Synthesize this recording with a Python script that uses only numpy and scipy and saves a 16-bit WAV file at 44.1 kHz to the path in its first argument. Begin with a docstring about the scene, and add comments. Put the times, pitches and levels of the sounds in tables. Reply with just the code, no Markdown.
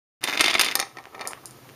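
"""A glass marble rattles down a hollow plastic toy track, knocking over joints and against walls,
then drops into a plastic bowl. It circles quietly with a second marble; they bump the rim and click.
Each knock is a crack, a dense decaying vibration and ringing modes. Rolling is tiny surface bumps
shaking the plastic. Small room with faint hiss and hum, heard close."""
import sys
import numpy as np
from scipy import signal
from scipy.fft import rfft, irfft, next_fast_len
from scipy.io import wavfile

SR = 44100
rng = np.random.default_rng(int(sys.argv[2]) if len(sys.argv) > 2 else 0)


def dump_mix(stems):
    """Bounce the given channels to the path in sys.argv[1] as a 16-bit WAV at rate SR."""
    frames = np.atleast_2d(stems).T  # one column per channel
    limited = np.clip(frames, -1, 1)  # hard clip at full scale
    pcm = np.round(limited * 32767).astype(np.int16)
    wavfile.write(sys.argv[1], SR, pcm)


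N = 77175

# marble on track, marbles on bowl, dull taps on plastic: start_s, level_db, lowpass_hz
TRACK_KNOCKS = [(.2394, -15.5, 9700), (.275, -22.5, 4520), (.328, -22.5, 2400), (.3352, -22, 4900),
                (.357, -31, 3000), (.3742, -16.5, 4060), (.395, -17, 5600), (.402, -15, 2600),
                (.4085, -7.5, 7650), (.4416, -12.5, 5800), (.4472, -25, 4500), (.453, -22, 4000),
                (.4572, -21, 4000), (.4603, -15, 6600), (.473, -18, 3900), (.481, -13.5, 4530),
                (.4938, -24.5, 3000), (.4982, -18.5, 3830), (.5034, -22, 4550), (.51, -17, 5300),
                (.533, -20.5, 2980), (.5412, -16.5, 6600), (.5516, -13, 2980), (.5546, -15, 3000),
                (.5823, -22.5, 3800), (.5948, -10, 8100), (.6, -15.5, 4970), (.6114, -10, 11300),
                (.6342, -17.5, 3800), (.6462, -19.5, 9000), (.654, -23, 4200), (.662, -22, 6500),
                (.6703, -29, 3840), (.6812, -25, 5200), (.6855, -20.5, 4040), (.7127, -24, 5550),
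                (.7223, -25, 3960)]
BOWL_KNOCKS = [(.7542, -10, 13900), (.7602, -29.5, 9000), (.7712, -31, 9000), (.7928, -21, 5000),
               (.7994, -15, 8900), (.8135, -23.5, 4500), (.8263, -23, 2940), (.9702, -33, 2600),
               (.9855, -33.5, 2940), (1.1494, -36.5, 2640), (1.194, -35, 2500), (1.2107, -29, 5000),
               (1.217, -30.5, 2500), (1.2536, -31, 2220), (1.3068, -41, 2190), (1.3738, -47.5, 2500)]
PLASTIC_TAPS = [(1.0402, -45, 5000), (1.0553, -36.5, 2750), (1.3334, -28, 2290), (1.6912, -43.5, 3000),
                (1.6976, -44, 3500)]
# marble on marble: start_s, level_db
GLASS_CLICKS = [(1.2743, -19.5), (1.3126, -36), (1.4573, -28.5), (1.5094, -39.5)]
# resonances: pitch_hz, level_db, t60_s
TRACK_MODES = [(350, -15, 0.063), (664, -14, 0.048), (1284, -8.5, 0.052), (1833, -7.5, 0.037),
               (2120, -1.5, 0.04), (2260, -6, 0.028), (2548, -4.5, .035), (3020, -3.5, 0.023),
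               (3585, 3, 0.032), (4560, -7, 0.027), (4860, 1, 0.018), (6440, -4, 0.034)]
BOWL_MODES = [(390, -16, 0.033), (792, -5, 0.068), (1130, -13, 0.053), (1274, -7, 0.057),
              (1836, 0.5, 0.065), (2371, -1.5, .055), (2530, -19, 0.039), (3680, 0.5, 0.038),
              (4370, -1, 0.038), (5246, -1.5, 0.022), (6450, 1.5, 0.03), (9800, 6.5, 0.018)]
# spectrum of the dense vibration after a contact: freq_hz, gain_db
TRACK_SPECTRUM = [(30, -59), (100, -32), (200, -17), (320, -6), (650, -8.5), (1200, -3), (1480, -9),
                  (2100, 3), (3600, 0), (6000, -4.5), (7200, -4), (9300, 2), (11500, -2), (15000, -4)]
BOWL_SPECTRUM = [(30, -40), (120, -26), (350, -3), (1200, -0.5), (1480, -11), (2000, 5.5), (3100, -7),
                 (4600, 0.5), (6200, 0.5), (7100, -4), (9200, 7), (11300, -3), (12500, 4), (15000, -5)]
TAP_SPECTRUM = [(40, -35), (400, -8), (1800, 0.5), (2900, 0), (3600, -6), (5000, -3.5), (9000, 2),
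                (15000, -7)]
GLASS_SPECTRUM = [(300, -22), (3400, -31), (5000, -2.5), (5800, -11), (7300, -1.5), (9200, -0.5),
                  (10500, 0), (11800, -14), (12700, -11), (15000, -24)]
# response to a contact: vibration_t60_s, crack_db, modes_db, reverb_db
TRACK_BODY = (0.04, -5.5, -7.5, -17)
BOWL_BODY = (0.0223, -4, -6, -16)
TAP_BODY = (0.25, 9.5, -40, -27.5)
GLASS_BODY = (0.14, 3, -40, -31)
# rolling envelope: time_s, level_db
TRACK_ROLL_LEVEL = [(.205, -68), (.21, -50), (.232, -38), (.25, -30.5), (.27, -33), (.292, -23.5),
                    (.32, -29.5), (.34, -29), (.365, -33.5), (.4, -31), (.5, -33.5), (.525, -37.5),
                    (.56, -33), (.62, -29), (.69, -34), (.745, -38), (.8, -86)]
BOWL_ROLL_LEVEL = [(.74, -63), (.77, -39), (.83, -39), (.88, -49.5), (.94, -61), (.98, -42.5),
                   (1.02, -52.5), (1.12, -54), (1.15, -39), (1.175, -45.5), (1.205, -36.5), (1.24, -41.5),
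                   (1.265, -34.5), (1.32, -39.5), (1.345, -55), (1.365, -46.5), (1.41, -61), (1.445, -48.5),
                   (1.48, -56), (1.75, -60)]
# rolling spectrum: freq_hz, gain_db
TRACK_ROLL_SPECTRUM = [(25, -46), (170, -11), (260, 0), (600, -2.5), (1250, -0.5), (1480, -1.5), (2200, 2),
                       (3500, -7.5), (5500, -11.5), (7200, -12), (9500, -17), (15000, -21.5)]
BOWL_ROLL_SPECTRUM = [(80, -26.5), (220, -11), (380, -0.5), (600, -4.5), (900, 1.5), (1150, 1), (1290, 3),
                      (1450, -16), (2200, -11.5), (3200, -21), (5000, -26.5), (9500, -30), (15000, -40)]
# room and microphone hiss: freq_hz, gain_db
HISS_SPECTRUM = [(25, -24), (60, -9), (130, 3), (180, -4.5), (330, -0.5), (600, -8), (1300, -10.5),
                 (2500, -14), (6000, -18), (9500, -18), (12000, -18), (15000, -20.5)]
# hiss envelope: time_s, level_db
HISS_LEVEL = [(1.05, -55), (1.5, -50)]
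# microphone dips: freq_hz, q
MIC_NOTCHES = [(7900, 5.6), (10970, 17.6)]

HIT_S = .25


def from_db(db):
    """Decibels to gain."""
    return 10 ** (np.asarray(db) / 20)


def unit_rms(x):
    """Scale to rms 1."""
    return x / np.sqrt(np.mean(x ** 2) + 1e-20)


def unit_energy(x):
    """Scale to energy 1."""
    return x / np.sqrt(np.sum(x ** 2) + 1e-20)


def envelope(rows):
    """Gain per sample from rows of time_s, level_db."""
    time_s, level_db = np.transpose(rows)
    return from_db(np.interp(np.arange(N) / SR, time_s, level_db))


def shaped(x, spectrum):
    """Minimum-phase filter from rows of freq_hz, gain_db."""
    size = 2 * next_fast_len(len(x))
    freq_hz, gain_db = np.transpose(spectrum)
    curve_db = np.interp(np.log(np.fft.rfftfreq(size, 1 / SR) + 1), np.log(freq_hz), gain_db)
    cepstrum = irfft(np.log(from_db(curve_db)))
    cepstrum[1:size // 2] *= 2
    cepstrum[size // 2 + 1:] = 0
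    return irfft(rfft(x, size) * np.exp(rfft(cepstrum)))[:len(x)]


def lowpass(x, cutoff_hz):
    """Two-pole low-pass."""
    return signal.sosfilt(signal.butter(2, cutoff_hz, fs=SR, output="sos"), x)


def room_tone(hum_hz=127.7, hum_width_hz=5.1, hum_db=-62.5):
    """Faint hiss that swells, plus a low wavering hum of narrow-band noise."""
    hum_filter = signal.iirpeak(hum_hz, hum_hz / hum_width_hz, fs=SR)
    hum = signal.lfilter(*hum_filter, rng.standard_normal(N))
    hiss = shaped(rng.standard_normal(N), HISS_SPECTRUM)
    return envelope(HISS_LEVEL) * unit_rms(hiss) + from_db(hum_db) * unit_rms(hum)


def rolling(level, spectrum, modes, bumps_per_s=900, spread_db=3, bump_t60_s=.004, ring_db=-6):
    """Tiny surface bumps under the marble each set the plastic quivering briefly."""
    sizes = from_db(spread_db * np.minimum(rng.exponential(1, N), 4)) * rng.choice([-1, 1], N)
    bumps = sizes * (rng.random(N) < bumps_per_s / SR)
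    power_decay = from_db(-60 / (bump_t60_s * SR)) ** 2
    power = signal.lfilter([1], [1, -power_decay], bumps ** 2)
    quiver = shaped(np.sqrt(power) * rng.standard_normal(N), spectrum)
    ring = signal.fftconvolve(quiver, ring_down(modes))[:N]
    return envelope(level) * unit_rms(unit_rms(quiver) + from_db(ring_db) * unit_rms(ring))


def ring_down(modes, spread_db=2):
    """Decaying modes of a body; random strengths stand for the point of contact."""
    t = np.arange(int(HIT_S * SR)) / SR
    ring = np.zeros(len(t))
    for pitch_hz, level_db, t60_s in modes:
        sign = rng.choice([-1, 1])
        gain = from_db(level_db + spread_db * rng.normal() - 60 * t / t60_s)
        ring += sign * gain * np.sin(2 * np.pi * pitch_hz * t)
    return unit_energy(ring)


def knocks(contacts, spectrum, body, modes=(), level_window_s=.002):
    """Each contact: a crack, dense vibration and any ringing modes. 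Soft contacts are duller."""
    vibration_t60_s, crack_db, modes_db, reverb_db = body
    t = np.arange(int(HIT_S * SR)) / SR
    direct = np.zeros(N + len(t))
    for start_s, level_db, *lowpass_hz in contacts:
        burst = unit_energy(rng.standard_normal(len(t)) * from_db(-60 * t / vibration_t60_s))
        burst[0] -= from_db(crack_db)
        hit = unit_energy(shaped(burst, spectrum)) + from_db(modes_db) * ring_down(modes)
        if lowpass_hz:
            hit = lowpass(hit, lowpass_hz[0])
        onset_rms = np.std(hit[:int(level_window_s * SR)])
        start = int(start_s * SR)
        direct[start:start + len(t)] += from_db(level_db) * hit / onset_rms
    return direct[:N] + from_db(reverb_db) * room_reverb(direct[:N])


def room_reverb(x, t60_s=.29, delay_s=.004, wall_cutoff_hz=8700):
    """Diffuse tail of a small room."""
    t = np.arange(SR // 2) / SR
    noise = lowpass(rng.standard_normal(len(t)), wall_cutoff_hz)
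    tail = noise * from_db(-60 * t / t60_s) * (t > delay_s)
    return signal.fftconvolve(x, unit_energy(tail))[:N]


def scene():
    """Down the track, then round the bowl. Mono."""
    track = knocks(TRACK_KNOCKS, TRACK_SPECTRUM, TRACK_BODY, TRACK_MODES)
    track += rolling(TRACK_ROLL_LEVEL, TRACK_ROLL_SPECTRUM, TRACK_MODES)
    bowl = knocks(BOWL_KNOCKS, BOWL_SPECTRUM, BOWL_BODY, BOWL_MODES)
    bowl += rolling(BOWL_ROLL_LEVEL, BOWL_ROLL_SPECTRUM, BOWL_MODES)
    clicks = knocks(GLASS_CLICKS, GLASS_SPECTRUM, GLASS_BODY)
    taps = knocks(PLASTIC_TAPS, TAP_SPECTRUM, TAP_BODY)
    return (track + bowl + taps + clicks + room_tone())[None]


def record(dry, silent_until_s=.209, cutoff_hz=15200):
    """Silent lead-in, two narrow microphone dips, clipped peaks, steep treble cut."""
    x = dry * (np.arange(N) / SR > silent_until_s)
    for freq_hz, q in MIC_NOTCHES:
        x = signal.lfilter(*signal.iirnotch(freq_hz, q, fs=SR), x)
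    treble_cut = signal.ellip(8, .3, 70, cutoff_hz, fs=SR, output="sos")
    return signal.sosfilt(treble_cut, np.clip(x, -1, 1))


dry = scene()
out = record(dry)
dump_mix(out)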